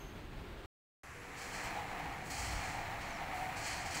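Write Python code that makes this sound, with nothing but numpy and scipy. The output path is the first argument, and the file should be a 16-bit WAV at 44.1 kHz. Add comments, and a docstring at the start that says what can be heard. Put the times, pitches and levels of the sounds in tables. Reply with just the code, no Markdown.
"""First you hear quiet street air with a thin squeal dying away, then a moment of dead silence.
A motorised gate slides open: its rollers rumble along the track and set the metal panels ringing.
The gate ticks and scrapes in hissy strokes, gives a low shudder, squeaks once and groans as it drags.
Behind it are the motor's faint hum, the whine of its gears and the soft air of the yard."""
import sys
import numpy as np
from scipy import signal
from scipy.fft import rfft, irfft
from scipy.io import wavfile

SR = 44100
rng = np.random.default_rng(int(sys.argv[2]) if len(sys.argv) > 2 else 0)


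def log_audio(samples):
    """Write samples as a 16-bit WAV file to the path given in sys.argv[1]."""
    # one column per channel
    frames = np.atleast_2d(samples).T
    # limit to full scale, then quantise
    limited = np.clip(frames, -1, 1)
    pcm = np.round(limited * 32767).astype(np.int16)
    wavfile.write(sys.argv[1], SR, pcm)


N = 176400
SILENT_FROM_S, SILENT_TO_S = .66, 1.034

# How loud the track, the panels and the frame are. Each row: time in seconds, level in dB.
TRACK_LEVELS = [(1.04, -66), (1.3, -53), (1.62, -46), (1.8, -46), (1.87, -49), (2.0, -46.5), (2.25, -51),
                (2.4, -49.5), (2.66, -44.5), (2.95, -47.5), (3.5, -46.5), (4.0, -47.5)]
PANEL_LEVELS = [(1.04, -70), (1.5, -54), (1.79, -43.5), (1.87, -49.5), (1.98, -45.5), (2.12, -48),
                (2.2, -53), (2.45, -48), (2.58, -49.5), (2.76, -44.5), (2.96, -47.5), (3.25, -47.8),
                (4.0, -49.5)]
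FRAME_LEVELS = [(1.04, -62), (1.5, -56), (1.65, -51.5), (2.25, -51), (2.7, -49), (3.0, -50.5), (3.7, -51.5),
                (4.0, -49)]
# The tone colour of the track and the frame. Each row: frequency in Hz, relative level in dB.
TRACK_COLOUR = [(200, -22), (520, -7.5), (900, -4.5), (1180, -1), (1450, -4), (1800, -1), (2350, -2),
                (2700, -8.5), (3600, -15.5), (4250, -13.5), (4700, -20.5), (9000, -30), (12500, -33),
                (15500, -26)]
FRAME_COLOUR = [(25, 3), (60, -3.5), (115, -2.5), (165, -2), (225, -9), (295, -5), (400, -13.5), (600, -12),
                (2000, -52)]
# The notes the panels ring at. Each row: pitch in Hz, width in Hz, relative level in dB.
PANEL_NOTES = [(690, 70, -2.5), (752, 45, -4), (811, 95, 0), (916, 113, -3)]

def rollers():
    """Roughness under the wheels shakes the track, the panels and the frame."""
    roughness = dict(per_s=5000, spread_db=2)
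    flutter = amp(.45 * drift(21))
    track = level(TRACK_LEVELS) * colour(grit(**roughness), TRACK_COLOUR)
    frame = level(FRAME_LEVELS) * colour(grit(**roughness), FRAME_COLOUR)
    panels = sum(amp(db) * resonate(grit(**roughness), hz, width) for hz, width, db in PANEL_NOTES)
    return flutter * (track + level(PANEL_LEVELS) * unit(panels) + frame)


# The scraping strokes. Each row: start in seconds, level in dB, seconds to rise,
# seconds to fall by 12 dB, extra top treble in dB.
SCRAPE_STROKES = [(1.355, -50.5, 0.035, 0.23, 6), (1.51, -48.5, .03, 0.24, 3),
                  (1.628, -50.5, 0.0083, .06, 2), (2.23, -56, 0.033, .2, 12), (2.297, -44, 0.012, 0.11, 4),
                  (2.31, -44, 0.096, 0.3, 5), (2.6, -51, 0.049, .2, -8), (2.99, -54, 0.023, .2, -10),
                  (3.335, -59, .01, 0.28, 15), (3.553, -48.5, 0.018, .13, 4), (3.6, -42, 0.07, 0.2, 1),
                  (3.85, -47, 0.0087, 0.08, -2), (3.9, -46, 0.013, .25, 3), (3.938, -40.5, 0.011, 0.079, 3)]
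# The tone colour of a scrape. Each row: frequency in Hz, relative level in dB.
SCRAPE_COLOUR = [(300, -13), (1300, -2), (1900, 5), (2400, 7), (2750, -5), (3100, 1), (3750, -12.5),
                 (4250, 2.5), (4700, -1), (7000, -1), (8300, -3.5), (9000, -14), (10300, -11.5),
                 (12000, -24), (13200, -20), (15500, -19)]
TREBLE_FROM_HZ = 10400

def scrapes():
    """Rubbing makes fine grains of sound, in strokes that swell quickly and die away."""
    t = clock()
    grains = amp(.45 * drift(40)) * colour(grit(per_s=9000, spread_db=1), SCRAPE_COLOUR)
    treble = signal.sosfiltfilt(signal.butter(2, TREBLE_FROM_HZ, "high", fs=SR, output="sos"), grains)
    power, treble_power = 0, 0
    for start, db, rise, fade, treble_db in SCRAPE_STROKES:
        fallen_db = 12 * (np.maximum(t - start - rise, 0) / fade) ** 1.43
        stroke = np.clip((t - start) / rise, 0, 1) * amp(db - fallen_db)
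        power += stroke ** 2
        treble_power += (stroke * amp(treble_db)) ** 2
    return np.sqrt(power) * (grains - treble) + np.sqrt(treble_power) * treble


# How loud the groan's main note is. Each row: time in seconds, level in dB.
GROAN_LEVELS = [(3.0, -72), (3.28, -56), (3.42, -46.5), (3.64, -58), (4.0, -53)]

def groan():
    """Dragging keeps the two lowest panel notes singing."""
    lower, main = (tone(hz, waver=.014, flutter_db=3.5) for hz, _, _ in PANEL_NOTES[:2])
    return level(GROAN_LEVELS) * (main + amp(-4) * lower)


def joint():
    """A roller crosses a joint in the track, and the jolt briefly rings the main panel note."""
    return knock(start_s=3.401, peak_db=-35, hz=PANEL_NOTES[1][0], rise_s=.012)


# Dull bumps of the rollers. Each row: start in seconds, peak level in dB, pitch in Hz.
ROLLER_BUMPS = [(2.064, -49, 56.5), (2.526, -38.5, 50)]
SHUDDER_MIDDLE_S, SHUDDER_HALF_LENGTH_S = 2.56, .24

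def shudder():
    """The heavy gate shakes for a moment and knocks over uneven spots."""
    swell = np.exp(-((clock() - SHUDDER_MIDDLE_S) / SHUDDER_HALF_LENGTH_S) ** 4)
    shake = amp(-47) * swell * resonate(rng.standard_normal(N), hz=73, width_hz=60)
    return shake + sum(knock(start, db, hz, rise_s=.018) for start, db, hz in ROLLER_BUMPS)


# Sharp ticks on the track. Each row: start in seconds, level in dB, seconds to fall by 60 dB.
TRACK_TICKS = [(1.633, -53.5, .17), (2.299, -49.5, .16), (3.672, -55, .1), (3.857, -59, .1)]
# The tone colour of a tick. Each row: frequency in Hz, relative level in dB.
TICK_COLOUR = [(1000, -14), (7000, 3), (9000, -2), (15500, -2)]
TICK_RISE_S = .003

def ticks():
    """Metal strikes metal in short, bright crunches."""
    strikes = 0
    for start, db, fade in TRACK_TICKS:
        age = np.maximum(clock() - start, 0)
        strikes += np.minimum(age / TICK_RISE_S, 1) * amp(db - 60 * age / fade)
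    return strikes * colour(grit(per_s=2500, spread_db=3), TICK_COLOUR)


SQUEAK_START_S, SQUEAK_LENGTH_S, SQUEAK_FROM_HZ, SQUEAK_TO_HZ = 3.06, .147, 7200, 4500

def squeak():
    """The gate gives one thin squeak that slides down in pitch."""
    progress = np.clip((clock() - SQUEAK_START_S) / SQUEAK_LENGTH_S, 0, 1)
    hz = SQUEAK_FROM_HZ + (SQUEAK_TO_HZ - SQUEAK_FROM_HZ) * progress
    return amp(-61.5) * np.sin(np.pi * progress) * resonate(rng.standard_normal(N), hz, width_hz=170)


# The motor's hum. Each row: multiple of the turning rate, level in dB before the hum eases.
HUM_NOTES = [(3, -67), (4, -64.5), (5, -70.5), (6, -65.5), (7, -71.5), (8, -69), (9, -67.5), (10, -61.3)]
# Notes that come in once the gate is under way. Each row: pitch in Hz, level in dB.
DRIVE_NOTES = [(108, -61.5), (298, -69), (2062, -63)]
# The gears. Each row: pitch in Hz, width in Hz, starting level in dB, level under way in dB.
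GEAR_WHINE = [(9900, 170, -81, -84), (11230, 170, -77, -76.5)]
TURNS_PER_S, HUM_FADE_IN_S, UNDER_WAY_S, HUM_EASE_DB = 48.45, .2, 2.36, 14

def motor():
    """The hum of the straining motor gives way to the drive's own notes; the gears whine throughout."""
    under_way = (1 + np.tanh((clock() - UNDER_WAY_S) / .1)) / 2  # goes smoothly from 0 to 1
    fade_in = np.clip((clock() - SILENT_TO_S) / HUM_FADE_IN_S, 0, 1)
    hum = sum(amp(db) * tone(multiple * TURNS_PER_S) for multiple, db in HUM_NOTES)
    drive = sum(amp(db) * tone(hz) for hz, db in DRIVE_NOTES)
    whine = 0
    for hz, width, first_db, later_db in GEAR_WHINE:
        db = first_db + (later_db - first_db) * under_way
        whine += amp(db) * resonate(rng.standard_normal(N), hz, width)
    return fade_in * amp(-HUM_EASE_DB * under_way) * hum + under_way * drive + whine


# How long the porch echoes. Each row: frequency in Hz, seconds to fall by 60 dB.
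ECHO_TIMES = [(200, 0.48), (2000, 0.62), (12000, 0.085)]

def porch(x, echo_db=-9.5):
    """Sound bounces off the walls and roof, adding a short, blurred echo."""
    hz, t, noise = signal.stft(rng.standard_normal(SR // 2), SR, nperseg=256)
    fade = amp(-60 * t / look_up(ECHO_TIMES, hz)[:, None])
    _, tail = signal.istft(noise * fade, SR, nperseg=256)
    echo = signal.fftconvolve(x, tail / np.linalg.norm(tail))[:N]
    return (x + amp(echo_db) * echo) / np.hypot(1, amp(echo_db))


# The tone colour of the street air. Each row: frequency in Hz, relative level in dB.
STREET_COLOUR = [(15, -29), (25, 1), (233, -14), (421, -13.5), (457, -19.5), (741, -20.5), (1620, -24),
                 (2630, -27), (4200, -34), (5800, -43), (8200, -44), (11000, -51), (15500, -46.5)]
# A distant squeal. Each row: pitch in Hz, width in Hz, starting level in dB.
SQUEAL_NOTES = [(6290, 150, -66), (6600, 200, -69), (12550, 330, -72.5), (13020, 330, -74)]
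SQUEAL_FADE_DB_PER_S = 75

def street():
    """Soft outdoor air, with a distant squeal fading out."""
    air = amp(-47.9 + .8 * drift(18)) * colour(rng.standard_normal(N), STREET_COLOUR)
    squeal = sum(amp(db) * resonate(rng.standard_normal(N), hz, width) for hz, width, db in SQUEAL_NOTES)
    return air + squeal * amp(-SQUEAL_FADE_DB_PER_S * clock())


# The tone colour of the yard air. Each row: frequency in Hz, relative level in dB.
YARD_COLOUR = [(30, 3), (95, 5), (140, -1), (200, -6), (400, -6), (900, -4.5), (1900, -2.5), (2500, -6),
               (3600, -20), (7500, -16), (9000, -23.5), (13000, -32), (15500, -28.5)]

def yard():
    """A steady hush of air behind the gate."""
    return amp(-52.1) * colour(rng.standard_normal(N), YARD_COLOUR)


def amp(db):
    """Turns decibels into a number to multiply by."""
    return 10 ** (np.asarray(db) / 20)


def unit(x):
    """Scales a sound to an average strength (rms) of 1."""
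    return x / np.sqrt(np.mean(x ** 2) + 1e-20)


def clock():
    """The time of every sample, in seconds."""
    return np.arange(N) / SR


def level(curve):
    """A volume that follows rows of seconds and dB."""
    return amp(np.interp(clock(), *np.transpose(curve)))


def look_up(table, hz):
    """Reads between a table's rows, giving each octave equal room."""
    row_hz, values = np.transpose(table)
    return np.interp(np.log(hz + 1), np.log(row_hz), values)


def colour(x, table):
    """Gives a sound a tone colour, fading it out below 20 Hz, at strength 1."""
    hz = np.fft.rfftfreq(N, 1 / SR)
    return unit(irfft(rfft(x) * amp(look_up(table, hz)) * np.minimum(hz / 20, 1) ** 2, N))


def drift(rate_hz):
    """Slow random wandering, at strength 1."""
    hz = np.fft.rfftfreq(N, 1 / SR)
    return unit(irfft(rfft(rng.standard_normal(N)) / (1 + (hz / rate_hz) ** 4), N))


def resonate(x, hz, width_hz):
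    """Rings at a steady or moving pitch, at strength 1; a smaller width gives a purer note."""
    spin = np.exp(2j * np.pi * np.cumsum(hz * np.ones(N)) / SR)
    decay = np.exp(-np.pi * width_hz / SR)
    smoothed = signal.lfilter([(1 - decay) ** 2], [1, -2 * decay, decay * decay], x / spin)
    return unit((spin * smoothed).real)


def grit(per_s, spread_db):
    """Tiny random impacts, a few of them larger."""
    size = amp(spread_db * np.minimum(rng.exponential(1, N), 4))
    return unit(size * rng.choice([-1, 1], N) * (rng.random(N) < per_s / SR))


def tone(hz, waver=.002, flutter_db=1):
    """A pure note with unsteady pitch and level; waver is a fraction of the pitch."""
    cycles = np.cumsum(hz * (1 + waver * drift(12))) / SR
    return amp(flutter_db * drift(10)) * np.sqrt(2) * np.sin(2 * np.pi * cycles)


def knock(start_s, peak_db, hz, rise_s):
    """A softly struck note that swells and dies away."""
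    age = np.maximum(clock() - start_s, 0)
    return amp(peak_db) * age / rise_s * np.exp(1 - age / rise_s) * np.sin(2 * np.pi * hz * age)


def scene():
    """Street air, silence, then the moving gate."""
    t = clock()
    air = yard()
    gate = rollers() + porch(scrapes() + squeak() + ticks()) + groan() + joint() + shudder() + motor()
    return (street() * (t < SILENT_FROM_S) + (gate + air) * (t > SILENT_TO_S))[None]


def record(dry):
    """Cuts away the treble above 15750 Hz."""
    low_pass = signal.firwin(1023, 15750, window=("kaiser", 9), fs=SR)
    return signal.oaconvolve(dry, low_pass[None], "same")


dry = scene()
out = record(dry)
log_audio(out)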